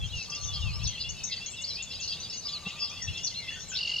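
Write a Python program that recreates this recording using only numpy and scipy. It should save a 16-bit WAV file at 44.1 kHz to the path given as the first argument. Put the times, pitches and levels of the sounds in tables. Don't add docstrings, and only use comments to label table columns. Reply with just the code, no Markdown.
import sys
import numpy as np
from scipy import signal
from scipy.fft import rfft, irfft
from scipy.io import wavfile

SR = 44100
rng = np.random.default_rng(int(sys.argv[2]) if len(sys.argv) > 2 else 0)


def file_out(sig):
    cols = np.atleast_2d(sig).T
    lim = np.clip(cols, -1, 1)
    pcm = np.round(lim * 32767).astype(np.int16)
    wavfile.write(sys.argv[1], SR, pcm)


N = 176400


def syrinx(hz, waver, edge=.22, flutter_db=2, waver_per_s=350):
    n = len(hz)
    u = np.linspace(0, 1, n)
    envelope = np.sin(np.pi / 2 * np.clip(np.minimum(u, 1 - u) / edge, 0, 1))
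    cycles = np.cumsum(hz * (1 + waver * drift(n, waver_per_s))) / SR
    flutter = amp(flutter_db * drift(n, waver_per_s / 2))
    return np.sqrt(2) * envelope * flutter * np.sin(2 * np.pi * cycles)


def slur(length, start_hz, end_hz):
    done_halfway = .62 if end_hz > start_hz else .56
    return arc(length, start_hz, start_hz + done_halfway * (end_hz - start_hz), end_hz)


def perched_notes(table, waver, wet_db, apart, flutter_db, edge):
    perches = np.zeros((4, N))
    for k, (s, length, start, end, db) in enumerate(table):
        add(perches[k % 4], s, amp(db) * syrinx(slur(length, start, end), waver, edge, flutter_db))
    return sum(reeds(x, wet_db, apart) for x in perches)


# (time [s], length [s], start [Hz], end [Hz], relative level [dB])
WHISTLE_NOTES = [(0, 0.073, 3430, 3140, -40), (.12, .12, 2932, 2580, -37.5),
                 (.318, 0.026, 4890, 4930, -36.5), (.375, 0.075, 4250, 4220, -43),
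                 (.47, .12, 3604, 3165, -40), (.615, 0.1, 2956, 2470, -39), (.87, 0.031, 6380, 6030, -33),
                 (.92, 0.047, 3390, 3110, -41.5), (1.135, .11, 2730, 2550, -50),
                 (1.365, 0.03, 4510, 4580, -38), (1.7, 0.03, 4160, 3974, -38),
                 (2.52, 0.058, 4990, 3860, -35.5), (3.738, 0.028, 5280, 5380, -37.5),
                 (3.92, 0.066, 2754, 2047, -59)]

def whistles():
    return amp(-1.5) * perched_notes(WHISTLE_NOTES, .0071, wet_db=-4.5, apart=.45, flutter_db=2, edge=.15)


# (time [s], length [s], top [Hz], level [dB])
CHIRP_NOTES = [(.73, 0.046, 5420, -40.5), (1.637, 0.018, 5000, -34.5), (1.756, 0.021, 5080, -36.5),
               (1.935, 0.037, 5060, -39.5), (2.087, 0.045, 4820, -34.5), (2.216, 0.045, 4770, -40),
               (2.301, 0.069, 4610, -42.5), (2.428, 0.071, 4780, -42), (3.013, 0.047, 5860, -39),
               (3.338, 0.068, 4170, -38)]

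def chirps(sweep_hz=1350, rise_s=.0065):
    out = np.zeros(N)
    for s, length, top, db in CHIRP_NOTES:
        hz = top - sweep_hz * np.exp(-np.arange(0, length, 1 / SR) / rise_s)
        add(out, s, amp(db) * syrinx(hz, .013, edge=.25, flutter_db=3))
    return reeds(out, wet_db=-2)


# (time [s], length [s], start [Hz], end [Hz], relative level [dB])
CHIP_NOTES = [(0.298, 0.011, 5050, 6500, -35), (0.348, 0.015, 6910, 4740, -34.5),
              (0.832, 0.042, 6230, 4180, -35), (0.843, 0.035, 4820, 3150, -38.5),
              (1.088, 0.017, 5530, 6830, -36.5), (1.233, 0.016, 5110, 6660, -31),
              (1.236, 0.013, 7970, 5380, -33), (1.46, 0.011, 5580, 6930, -34.5),
              (1.485, 0.045, 6500, 7950, -45), (1.612, 0.022, 8000, 5400, -35),
              (1.822, 0.0081, 7500, 6500, -41), (2.0, 0.017, 7100, 5870, -38.5),
              (2.075, 0.011, 3710, 5590, -36.5), (2.2, 0.016, 5800, 6330, -37.5),
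              (2.298, 0.01, 5040, 5580, -34.5), (2.358, 0.049, 6150, 6100, -42),
              (2.898, 0.0089, 5870, 6340, -39.5), (3.012, 0.024, 5550, 7000, -42),
              (3.173, 0.011, 7120, 4230, -34), (3.232, 0.02, 5360, 6870, -34),
              (3.246, 0.0045, 6350, 5720, -24), (3.261, 0.016, 6700, 3920, -28.5),
              (3.68, 0.058, 7620, 5530, -41.5), (3.753, 0.0022, 3400, 3570, -24),
              (3.762, 0.0023, 3740, 4060, -26), (3.7715, 0.0022, 4990, 4020, -21.5)]

def chips():
    return amp(-3) * perched_notes(CHIP_NOTES, .0232, wet_db=2, apart=1, flutter_db=4, edge=.22)


# (time [s], length [s], carrier [Hz], swing [Hz], swing rate [Hz], relative level [dB])
BUZZ_NOTES = [(0.135, 0.13, 5160, 950, 67, -43.5), (0.398, 0.096, 6100, 310, 73, -38),
              (0.529, 0.033, 4710, 630, 123, -36), (0.991, 0.042, 4530, 503, 130, -36.5),
              (1.247, 0.036, 6100, 348, 92, -39), (1.304, 0.035, 4370, 670, 114, -37),
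              (1.668, 0.035, 5050, 410, 89, -35.5), (1.725, 0.04, 5100, 510, 110, -38),
              (1.91, 0.022, 4430, 1095, 85, -40.5), (2.009, 0.051, 5180, 920, 90, -37.5),
              (2.112, 0.036, 3926, 710, 111, -38.5), (2.325, 0.027, 5350, 1170, 73, -39.5),
              (2.448, 0.03, 5200, 302, 127, -36.5), (2.476, 0.026, 3745, 484, 104, -38.5),
              (2.792, 0.068, 5056, 277, 135, -32.5), (3.59, 0.044, 5870, 497, 126, -41.5)]

def buzzes():
    out = np.zeros(N)
    for s, length, carrier, swing, rate, db in BUZZ_NOTES:
        phase = 2 * np.pi * rate * np.arange(0, length, 1 / SR)
        hz = carrier + swing * np.sin(phase + .5 * np.sin(phase))
        add(out, s, amp(db) * syrinx(hz, waver=.053 * swing / 1000, edge=.4))
    return amp(-3) * reeds(out, wet_db=4.5, apart=.28)


# (time [s], length [s], top of the fourth harmonic [Hz], relative level [dB])
YELP_NOTES = [(.01, 0.051, 2796, -45), (0.315, 0.055, 2797, -46.5), (0.8, 0.038, 2747, -46),
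              (0.87, 0.035, 2955, -43), (0.969, 0.048, 2980, -40.5), (1.034, 0.087, 2980, -41.5),
              (1.311, 0.041, 2772, -44), (1.402, 0.057, 2790, -46), (1.523, .04, 2820, -49),
              (1.578, 0.06, 2974, -44), (1.761, 0.07, 2840, -45.5), (1.899, 0.048, 2880, -45),
              (1.985, 0.076, 2858, -45.5), (2.11, .04, 2816, -51), (2.32, .045, 2970, -44.5),
              (2.651, 0.049, 2903, -41), (2.694, 0.019, 2666, -43), (2.753, 0.052, 2710, -44.5),
              (2.813, 0.046, 2813, -43.5), (2.906, .045, 2690, -45.5), (2.958, 0.04, 2870, -46),
              (3.071, 0.037, 2932, -41), (3.116, 0.073, 2823, -45), (3.167, 0.042, 2900, -44),
              (3.343, 0.063, 2885, -50.5), (3.475, 0.043, 2942, -38.5), (3.513, 0.055, 2883, -48.5),
              (3.716, 0.037, 2850, -42)]
# (frequency [Hz], gain [dB])
THROAT_RESPONSE = [(2450, -3.5), (2800, 3.5), (3060, -13.5), (3380, 10.5), (3740, -26.5), (4050, -3)]

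def yelps(harmonics_db=(-15.5, 3, -4.5, -8), uneven_db=4):
    source = np.zeros(N)
    chances = rng.uniform(-.963, 1, (len(YELP_NOTES), 5))
    for (s, length, top, db), chance in zip(YELP_NOTES, chances):
        rise = .1 * (1 + .5 * chance[-1])
        fundamental = slur(length, top * (1 - rise), top) / 4
        for k, harmonic_db in enumerate(harmonics_db):
            gain = amp(db - 5.5 + harmonic_db + uneven_db * chance[k])
            add(source, s, gain * syrinx(fundamental * (k + 3), .013))
    return reeds(irfft(rfft(source) * amp(per_bin(THROAT_RESPONSE)), N), wet_db=0)


def trill(start_s=3.784, period_s=.0207, slowing_s=.00012, pulse_s=.0175, shake_hz=450, shakes_per_s=260):
    lows, highs = np.zeros((2, N))
    for k, (detune, size, phase) in enumerate(rng.standard_normal((10, 3))):
        s = start_s + k * (period_s + k * slowing_s)
        low_db = -28 - 5.5 * np.exp(-k / 2) + .5 * size
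        low_hz = arc(pulse_s, 3020, 2835, 2830) * (1 + .01 * detune)
        shake = np.sin(2 * np.pi * (shakes_per_s * np.arange(len(low_hz)) / SR + phase))
        high_hz = arc(pulse_s, 3600, 4750, 3600) + shake_hz * shake
        add(lows, s, amp(low_db) * syrinx(low_hz, .01, edge=.42, flutter_db=1.2, waver_per_s=900))
        add(highs, s, amp(-38.5) * syrinx(high_hz, .05, edge=.45, flutter_db=4, waver_per_s=1500))
    return reeds(lows, wet_db=-12) + reeds(highs, wet_db=-1)


# (time [s], level [dB])
GUST_LEVELS = [(0, -34.5), (.05, -29.5), (.1, -49.5), (0.171, -32), (.22, -61), (.33, -56), (.45, -38.5),
               (.53, -41.5), (.67, -28), (.75, -38), (.86, -30), (.98, -53), (1.1, -37.5), (1.19, -51),
               (1.5, -59), (2.14, -52), (2.25, -87), (3.02, -52.5), (3.111, -32), (3.16, -57)]
# (frequency [Hz], relative level [dB])
WIND_SPECTRUM = [(20, -25), (45, -2), (100, 2), (190, -14.5), (330, -62), (900, -82)]

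def wind():
    level_db = np.interp(np.arange(N) / SR, *np.transpose(GUST_LEVELS)) + drift(N, 45)
    return amp(level_db) * colour(rng.standard_normal((2, N)), WIND_SPECTRUM) * amp([[1.6], [-1.6]])


def knock(peak_s=2.671, hz=183, width_s=.0061):
    t = np.arange(N) / SR - peak_s
    tone = amp(-31.5) * np.cos(2 * np.pi * hz * t)
    scuff = amp(-41.5) * colour(rng.standard_normal(N), [(1000, 0), (2500, -30), (8000, -60)])
    return np.exp(-abs(t) / width_s) * (tone + scuff)


# (time [s], length [s], start [Hz], end [Hz], direct level [dB])
FAR_WHISTLE_NOTES = [(1.27, 0.078, 2360, 1885, -60.5), (2.985, 0.088, 2110, 1760, -57),
                     (3.385, 0.11, 2218, 2006, -52), (3.5, 0.04, 1773, 1864, -49),
                     (3.555, 0.039, 1510, 1525, -54.5), (3.716, .014, 1600, 1480, -48),
                     (3.86, 0.054, 2185, 2055, -54.5)]

def far_whistles():
    return perched_notes(FAR_WHISTLE_NOTES, .03, wet_db=4, apart=.4, flutter_db=4, edge=.25)


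# (frequency [Hz], relative level [dB])
CHORUS_SPECTRUM = [(1700, 9.5), (2400, -15.5), (2750, -0.5), (3050, -1), (4200, 0.5), (6300, -7),
                   (7500, -11)]

def chorus(notes_per_s=160, spread_db=8, max_glide=.159):
    out = np.zeros(N)
    for when, pitch, length, slope, size in rng.random((int(notes_per_s * N / SR), 5)):
        start_hz = 2200 * 3.3 ** pitch
        end_hz = start_hz * (1 + max_glide * (2 * slope - 1))
        hz = slur(.012 + .04 * length, start_hz, end_hz)
        add(out, when * N / SR, amp(spread_db * size) * syrinx(hz, .0232))
    return amp(-45.5) * colour(reeds(out, wet_db=4.5), CHORUS_SPECTRUM)


# (time [s], length [s])
FAR_CALL_SPANS = [(0.279, 0.57), (2.448, 0.55)]

def far_calls(hz=1176, throbs_per_s=11):
    out = np.zeros(N)
    rasp = colour(rng.standard_normal(N), [(250, -25), (600, -2), (1250, 0), (1800, -25)])
    for s, length in FAR_CALL_SPANS:
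        t = np.arange(0, length, 1 / SR)
        tone = syrinx(np.full(len(t), hz), .022, edge=.05, waver_per_s=120)
        throb = 1 + .5 * np.sin(2 * np.pi * throbs_per_s * t)
        add(out, s, throb * (amp(-64) * tone + amp(-62.5) * rasp[:len(t)]))
    return reeds(out, wet_db=0)


# (frequency [Hz], relative level [dB])
AIR_SPECTRUM = [(25, -10.5), (70, -1), (170, -1.5), (320, -15.5), (460, -12.5), (1600, -21), (6500, -17),
                (9500, -29), (15500, -39.5)]

def air():
    coherence = per_bin([(100, .3), (400, .8), (2500, .85), (9000, 0)])
    left, independent = rfft(rng.standard_normal((2, N)))
    right = coherence * left + np.sqrt(1 - coherence ** 2) * independent
    pair = irfft(np.array([left, right]), N)
    return amp(-49.5 + .8 * drift(N, 12)) * colour(pair, AIR_SPECTRUM)


def reeds(x, wet_db, apart=.45, early_share=.78, early_s=.01, t60_s=.45):
    t = np.arange(SR // 2) / SR
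    taps = rng.standard_normal((3, len(t))) * (rng.random((3, len(t))) < .1)
    stereo_taps = taps[0] + apart * taps[1:]
    early = np.sqrt(early_share) * unit(np.exp(-t / early_s))
    late = np.sqrt(1 - early_share) * unit(amp(-60 * t / t60_s))
    response = stereo_taps * (early + late) * np.minimum(t / .005, 1)
    response /= np.linalg.norm(response, axis=1, keepdims=True)
    return x + amp(wet_db) * signal.fftconvolve(x[None], response, axes=1)[:, :N]


# (frequency [Hz], lead of the left [rad])
PORT_PHASE = [(2800, 0.09), (4200, 1.09), (5000, 1.74), (5900, 2), (6500, 6), (8000, 2)]
# (frequency [Hz], left minus right [dB])
PORT_LEVEL = [(1800, 2), (2750, 3.5), (4500, 0), (6200, 6)]

def ports(x):
    half = np.array([[.5], [-.5]])
    response = amp(half * per_bin(PORT_LEVEL)) * np.exp(1j * half * per_bin(PORT_PHASE))
    return irfft(rfft(x) * response, N)


def amp(db):
    return 10 ** (np.asarray(db) / 20)


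def unit(x):
    return x / np.sqrt(np.mean(x ** 2) + 1e-20)


def per_bin(points):
    hz, value = np.transpose(points)
    return np.interp(np.log(np.fft.rfftfreq(N, 1 / SR) + 1), np.log(hz + 1), value)


def colour(x, points):
    return unit(irfft(rfft(x) * amp(per_bin(points)), N))


def add(mix, s, sound):
    part = mix[max(round(s * SR), 0):][:len(sound)]
    part += sound[:len(part)]


def drift(count, per_s):
    knots = rng.standard_normal(2048)
    return np.interp(np.arange(count) * per_s / SR, np.arange(len(knots)), knots)


def arc(length, start_hz, middle_hz, end_hz):
    u = np.linspace(0, 1, max(int(length * SR), 2))
    return np.polyval(np.polyfit([0, .5, 1], [start_hz, middle_hz, end_hz], 2), u)


def scene():
    birds = whistles() + far_whistles() + chirps() + chips() + buzzes() + yelps() + chorus() + far_calls()
    return ports(birds) + trill() + wind() + air() + knock()


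def record(dry):
    lowpass = signal.firwin(511, 15750, window=("kaiser", 9), fs=SR)
    return signal.oaconvolve(dry, lowpass[None], "same")


dry = scene()
out = record(dry)
file_out(out)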